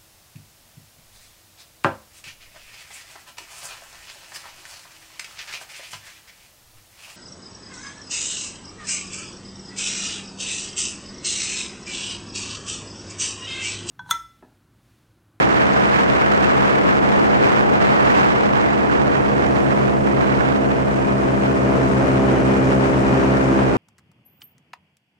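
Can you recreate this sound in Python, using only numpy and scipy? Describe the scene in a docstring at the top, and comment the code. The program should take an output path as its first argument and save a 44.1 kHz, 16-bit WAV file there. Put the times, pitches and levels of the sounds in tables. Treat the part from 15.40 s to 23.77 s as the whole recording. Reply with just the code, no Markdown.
"""An airboat's piston engine, a harmonic series on the crank rate, drives a geared five-blade propeller
along a marsh channel; the two notes beat together. Around them are noises shaped by their spectra:
slipstream roar chopped at the blade rate, turbulence at two microphone ports, and hissing spray.
The wind eases as the boat swings into a bend, where the drone swells in steps. Heard from a passenger seat.
"""
import sys
import numpy as np
from scipy import signal
from scipy.fft import rfft, irfft, next_fast_len
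from scipy.io import wavfile
from scipy.ndimage import uniform_filter1d, minimum_filter1d

SR = 44100
rng = np.random.default_rng(int(sys.argv[2]) if len(sys.argv) > 2 else 0)


def to_wav(s):
    """Save 16-bit WAV."""
    ch = np.atleast_2d(s).T  # columns
    pcm = np.round(np.clip(ch, -1, 1) * 32767)  # PCM
    wavfile.write(sys.argv[1], SR, pcm.astype(np.int16))


N = 369116
TIME = np.arange(N) / SR


def undb(db):
    """Decibel law: 20 dB is a tenfold amplitude."""
    return 10 ** (np.asarray(db) / 20)


def curves(table):
    """Linear interpolation: each column of a timed table, sample by sample."""
    seconds, *columns = np.transpose(table)
    return [np.interp(TIME, seconds, column) for column in columns]


def colour(x, points):
    """Linear filtering: multiply the spectrum by gains drawn through (frequency [Hz], level [dB]) points."""
    size = next_fast_len(N, real=True)
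    hz, db = np.transpose(points)
    bins = np.maximum(np.fft.rfftfreq(size, 1 / SR), 1)
    gain = undb(np.interp(np.log(bins), np.log(hz), db))
    return irfft(rfft(x, size) * gain, size)[..., :N]


def noise(points, channels):
    """Spectral density: independent Gaussian noises with the given level in dB per Hz."""
    white = rng.standard_normal((channels, N)) * np.sqrt(SR / 2)  # 0 dB per Hz
    return colour(white, points)


def below(x, hz):
    """Zero-phase low-pass: filtering forwards and backwards cancels the delay."""
    return signal.sosfiltfilt(signal.butter(2, hz, fs=SR, output="sos"), x)


def walk(rate):
    """Random modulation: lines join chance values drawn rate times a second; the spread is near 1."""
    knots = rng.standard_normal(16384)
    return 1.22 * np.interp(TIME * rate, np.arange(len(knots)), knots)


def pan(db):
    """Interchannel level difference: left and right gains for left minus right in dB."""
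    return undb(np.array([[1], [-1]]) * db / 2)


# Engine speed, falling from its peak as the boat turns: (time [s], crank rate [turns per second])
SPEED = [(0, 67.3), (1.0, 67.14), (1.75, 68.18), (3.5, 68.56), (5.0, 67.6), (5.5, 67.03), (7.0, 66.13),
         (8.0, 66.83), (8.37, 66.25)]


def crank_turns():
    """Phase is the integral of frequency: crankshaft turns completed so far."""
    crank_hz, = curves(SPEED)
    return np.cumsum(crank_hz) / SR


STRAIGHT_DB = -13.5  # drone level before the turn
# Steps of the drone as the boat turns: (start [s], length [s], change [dB])
SWELLS = [(3.3, .8, 7), (5.445, 1.27, 6.5), (8.05, .3, -1.5)]


def drone_level():
    """Level envelope in dB: steady on the straight, then an even ramp at each step."""
    level_db = STRAIGHT_DB
    for start, length, change_db in SWELLS:
        level_db = level_db + change_db * np.clip((TIME - start) / length, 0, 1)
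    return level_db


# Exhaust harmonics before trim, at the two ends of the bend scale:
# (multiple of the crank rate [-], level at bend 0 [dB], level at bend 1 [dB])
EXHAUST = [(1, -40.5, -34.5), (2, -37, -27), (3, -32, -26.5), (4, -38.5, -25.5), (5, -41, -28.3),
           (6, -46, -28), (7, -39.5, -35.5), (8, -48.5, -33), (9, -45.5, -34.5), (10, -39, -35.5),
           (11, -48, -53), (12, -48.5, -65), (14, -52, -44.5)]


def engine(turns, bend, trim_db=0.94, smear=.375, order=5, rough=0.021, waver_db=0.66, left_db=-0.5):
    """Harmonic series: pulses repeat every crank turn; pipes smear low harmonics, higher ones rasp together."""
    note = 0
    for multiple, cruise_db, bend_db in EXHAUST:
        level_db = cruise_db + bend * (bend_db - cruise_db) + waver_db * walk(6)
        lag = smear * min(multiple, order) ** 2 / 2  # cycles; the same for every harmonic from order up
        note = note + undb(level_db) * np.sin(2 * np.pi * (multiple * (turns + .5) - lag))
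    roughness = 1 + rough * walk(130)
    return np.sqrt(2) * undb(trim_db) * note * roughness * pan(left_db)


GEARING, BLADE_COUNT = .3819, 5  # propeller turns per crank turn; blades
# Propeller harmonics before trim, strongest at the blade rate: (multiple of the shaft rate [-], level [dB])
BLADES = [(2, -52.8), (3, -39.5), (4, -45), (5, -29), (7, -40), (8, -37), (9, -48.5), (11, -41.5),
          (12, -56)]


def propeller(turns, drone_db, trim_db=0.7, follow=0.84, waver_db=1.0, left_db=2.5):
    """Beating: the blade rate is just under twice the crank rate, so they throb about six times a second."""
    shaft = GEARING * turns + rng.random()
    note = 0
    for multiple, level_db in BLADES:
        note = note + undb(level_db + waver_db * walk(4)) * np.sin(2 * np.pi * multiple * shaft)
    return np.sqrt(2) * note * undb(follow * drone_db + trim_db) * pan(left_db)


def whine(turns, drone_db, db=-49, follow=1.0, waver_db=3):
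    """Fixed drive ratio: a belt-driven alternator sings thinly at a multiple of the crank rate."""
    ratio = 36.66  # whine cycles per crank turn
    tone = np.sin(2 * np.pi * ratio * turns + .5 * walk(9.7))
    return np.sqrt(2) * tone * undb(db + follow * drone_db + waver_db * walk(7.0))


# Slipstream and exhaust roar at drone level 0 dB: (frequency [Hz], density [dB per Hz])
ROAR = [(20, -85), (60, -70), (130, -59.5), (260, -49), (400, -52.5), (700, -55), (1000, -59.5),
        (1600, -65.5), (2400, -73), (2950, -74.5), (3600, -84.5), (6000, -87), (15000, -115)]


def slipstream(turns, drone_db, follow=0.71, chop=0.16, flutter_db=1.4, apart_db=-14):
    """Amplitude modulation: air torn by the propeller swells with each blade."""
    shared, apart = noise(ROAR, channels=2)
    blades = 1 + chop * np.cos(2 * np.pi * BLADE_COUNT * GEARING * turns)
    roar = shared + undb(apart_db) * apart * np.array([[1], [-1]])  # opposite signs widen it
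    return roar * blades * undb(follow * drone_db + flutter_db * walk(25))


GUST_RATE, GUST_DB = 14, 0.5  # small random gusts: changes per second; spread in dB
# Gusts and lulls in the wind's treble: (middle [s], length [s], change [dB])
GUSTS = [(2.268, .2, -3), (4.604, 0.17, -7), (4.95, 0.44, 1.4)]


def gusts():
    """Raised-cosine envelope: each gust or lull is a smooth hump in dB, among smaller random ones."""
    humps = 0
    for middle, length, change_db in GUSTS:
        humps = humps + change_db * np.cos(np.pi * np.clip((TIME - middle) / length, -.5, .5)) ** 2
    return humps + GUST_DB * walk(GUST_RATE)


# Wind course: (time [s], strength [dB], treble level [dB], left minus right before scaling [dB])
WIND = [(0, -1, .2, -4.5), (.6, -1.3, 1.6, -3.5), (1.6, -0.1, -.7, -3), (2.8, .5, 1, -4),
        (3.8, -1.5, -5.5, -7), (5.1, -2.1, -6.5, -7.5), (5.5, -4, -7.5, -3), (6.6, -5.5, -7, 0.5),
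        (8.0, -5.5, -4.5, 1), (8.37, -3.5, -7, -2)]
# Turbulence at one port before the wind course: (frequency [Hz], density [dB per Hz])
BUFFET = [(40, -66), (65, -60), (130, -52), (300, -48.5), (550, -51.5), (1000, -55), (1600, -58.5),
          (2300, -63.5), (2950, -69), (3700, -75), (5000, -79), (8000, -86.5), (10500, -98.5),
          (15000, -101)]


def wind(gust_db=0.75, eddy_db=1.18, crackle_db=1.97, hiss_tilt=1.2, hiss_flicker=1.36,
         low_flicker=0.29, low_left_db=2.5, low_side=0.52, high_side=1.23, hiss_side=1.0):
    """Incoherent turbulence: each port has its own, and eddies shake the treble more than the bass."""
    strength_db, treble_db, side_db = curves(WIND)
    bright_db = treble_db - strength_db + gusts()
    air = noise(BUFFET, channels=2)
    low, under_hiss = below(air, 880), below(air, 3600)
    eddies = np.array([eddy_db * walk(110) + crackle_db * walk(700) for _ in range(2)])
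    flicker = gust_db * walk(36) + eddies  # gusts reach both ports, eddies only one
    rumble = low * undb(low_flicker * flicker) * pan(low_left_db + low_side * side_db)
    flutter = (under_hiss - low) * undb(bright_db + flicker) * pan(high_side * side_db)
    hiss = (air - under_hiss) * undb(hiss_tilt * bright_db + hiss_flicker * flicker)
    return undb(strength_db) * (rumble + flutter + hiss * pan(hiss_side * side_db))


# Spray off the hull at drone level 0 dB: (frequency [Hz], density [dB per Hz])
SPRAY = [(1000, -79), (3000, -99), (5500, -83.5), (8000, -85), (10500, -93), (15000, -105)]


def spray(drone_db, follow=0.76, splash_db=0.6, grain_db=2.0, left_db=1.5):
    """Granular noise: fine water thrown from the hull, rising with the drone as the boat slides."""
    level_db = follow * drone_db + splash_db * walk(20) + grain_db * walk(900)
    return noise(SPRAY, channels=2) * undb(level_db) * pan(left_db)


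def buzz(rush, turns, bend, depth=0.42, above_hz=550):
    """Periodic modulation: with a loud drone, the upper rushing noise dips briefly once a crank turn."""
    pulse = np.exp(10 * (np.cos(2 * np.pi * turns) - 1))
    dip = depth * np.clip(bend, 0, 1) * pulse
    return rush - dip * (rush - below(rush, above_hz))


CRUISE_DB = -12  # drone level at bend 0


def scene():
    """Superposition: engine and propeller behind the seat, water below, wind in front."""
    turns = crank_turns()
    drone_db = drone_level()
    bend = 1 - drone_db / CRUISE_DB  # just under 0 on the straight, 1 at drone level 0 dB
    drive = engine(turns, bend) + propeller(turns, drone_db) + whine(turns, drone_db)
    rush = slipstream(turns, drone_db) + wind() + spray(drone_db)
    return drive + buzz(rush, turns, bend)


def limit(x, ceiling):
    """Gain reduction: both channels turn down for a few milliseconds around any peak over the ceiling."""
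    need = np.minimum(1, ceiling / (np.abs(x).max(axis=0) + 1e-9))
    return x * uniform_filter1d(minimum_filter1d(need, size=201), size=201)


NOTCH_HZ, TOP_HZ = 12000, 15850  # port notch; upper band limit
# Widening of the closely spaced microphones: (frequency [Hz], gain of left minus right [dB])
WIDENING = [(60, 9), (300, 8), (1000, 9.5), (2300, 6.5), (3300, 4.5), (5000, 2), (8000, -0.5)]


def record(dry, overload=1.77, low_cut_hz=32):
    """Saturation, then band limits: capsules squash peaks, widening lifts the wind, ports notch the treble."""
    squashed = np.tanh(overload * dry) / overload
    low_cut = signal.butter(2, low_cut_hz, "high", fs=SR, output="sos")
    left, right = signal.sosfilt(low_cut, squashed)
    mid, side = (left + right) / 2, colour((left - right) / 2, WIDENING)
    notch = signal.iirnotch(NOTCH_HZ, 4.5, fs=SR)
    wide = signal.lfilter(*notch, np.array([mid + side, mid - side]))
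    top_cut = signal.ellip(10, .2, 80, TOP_HZ, fs=SR, output="sos")
    return signal.sosfilt(top_cut, limit(wide, .67))


dry = scene()
out = record(dry)
to_wav(out)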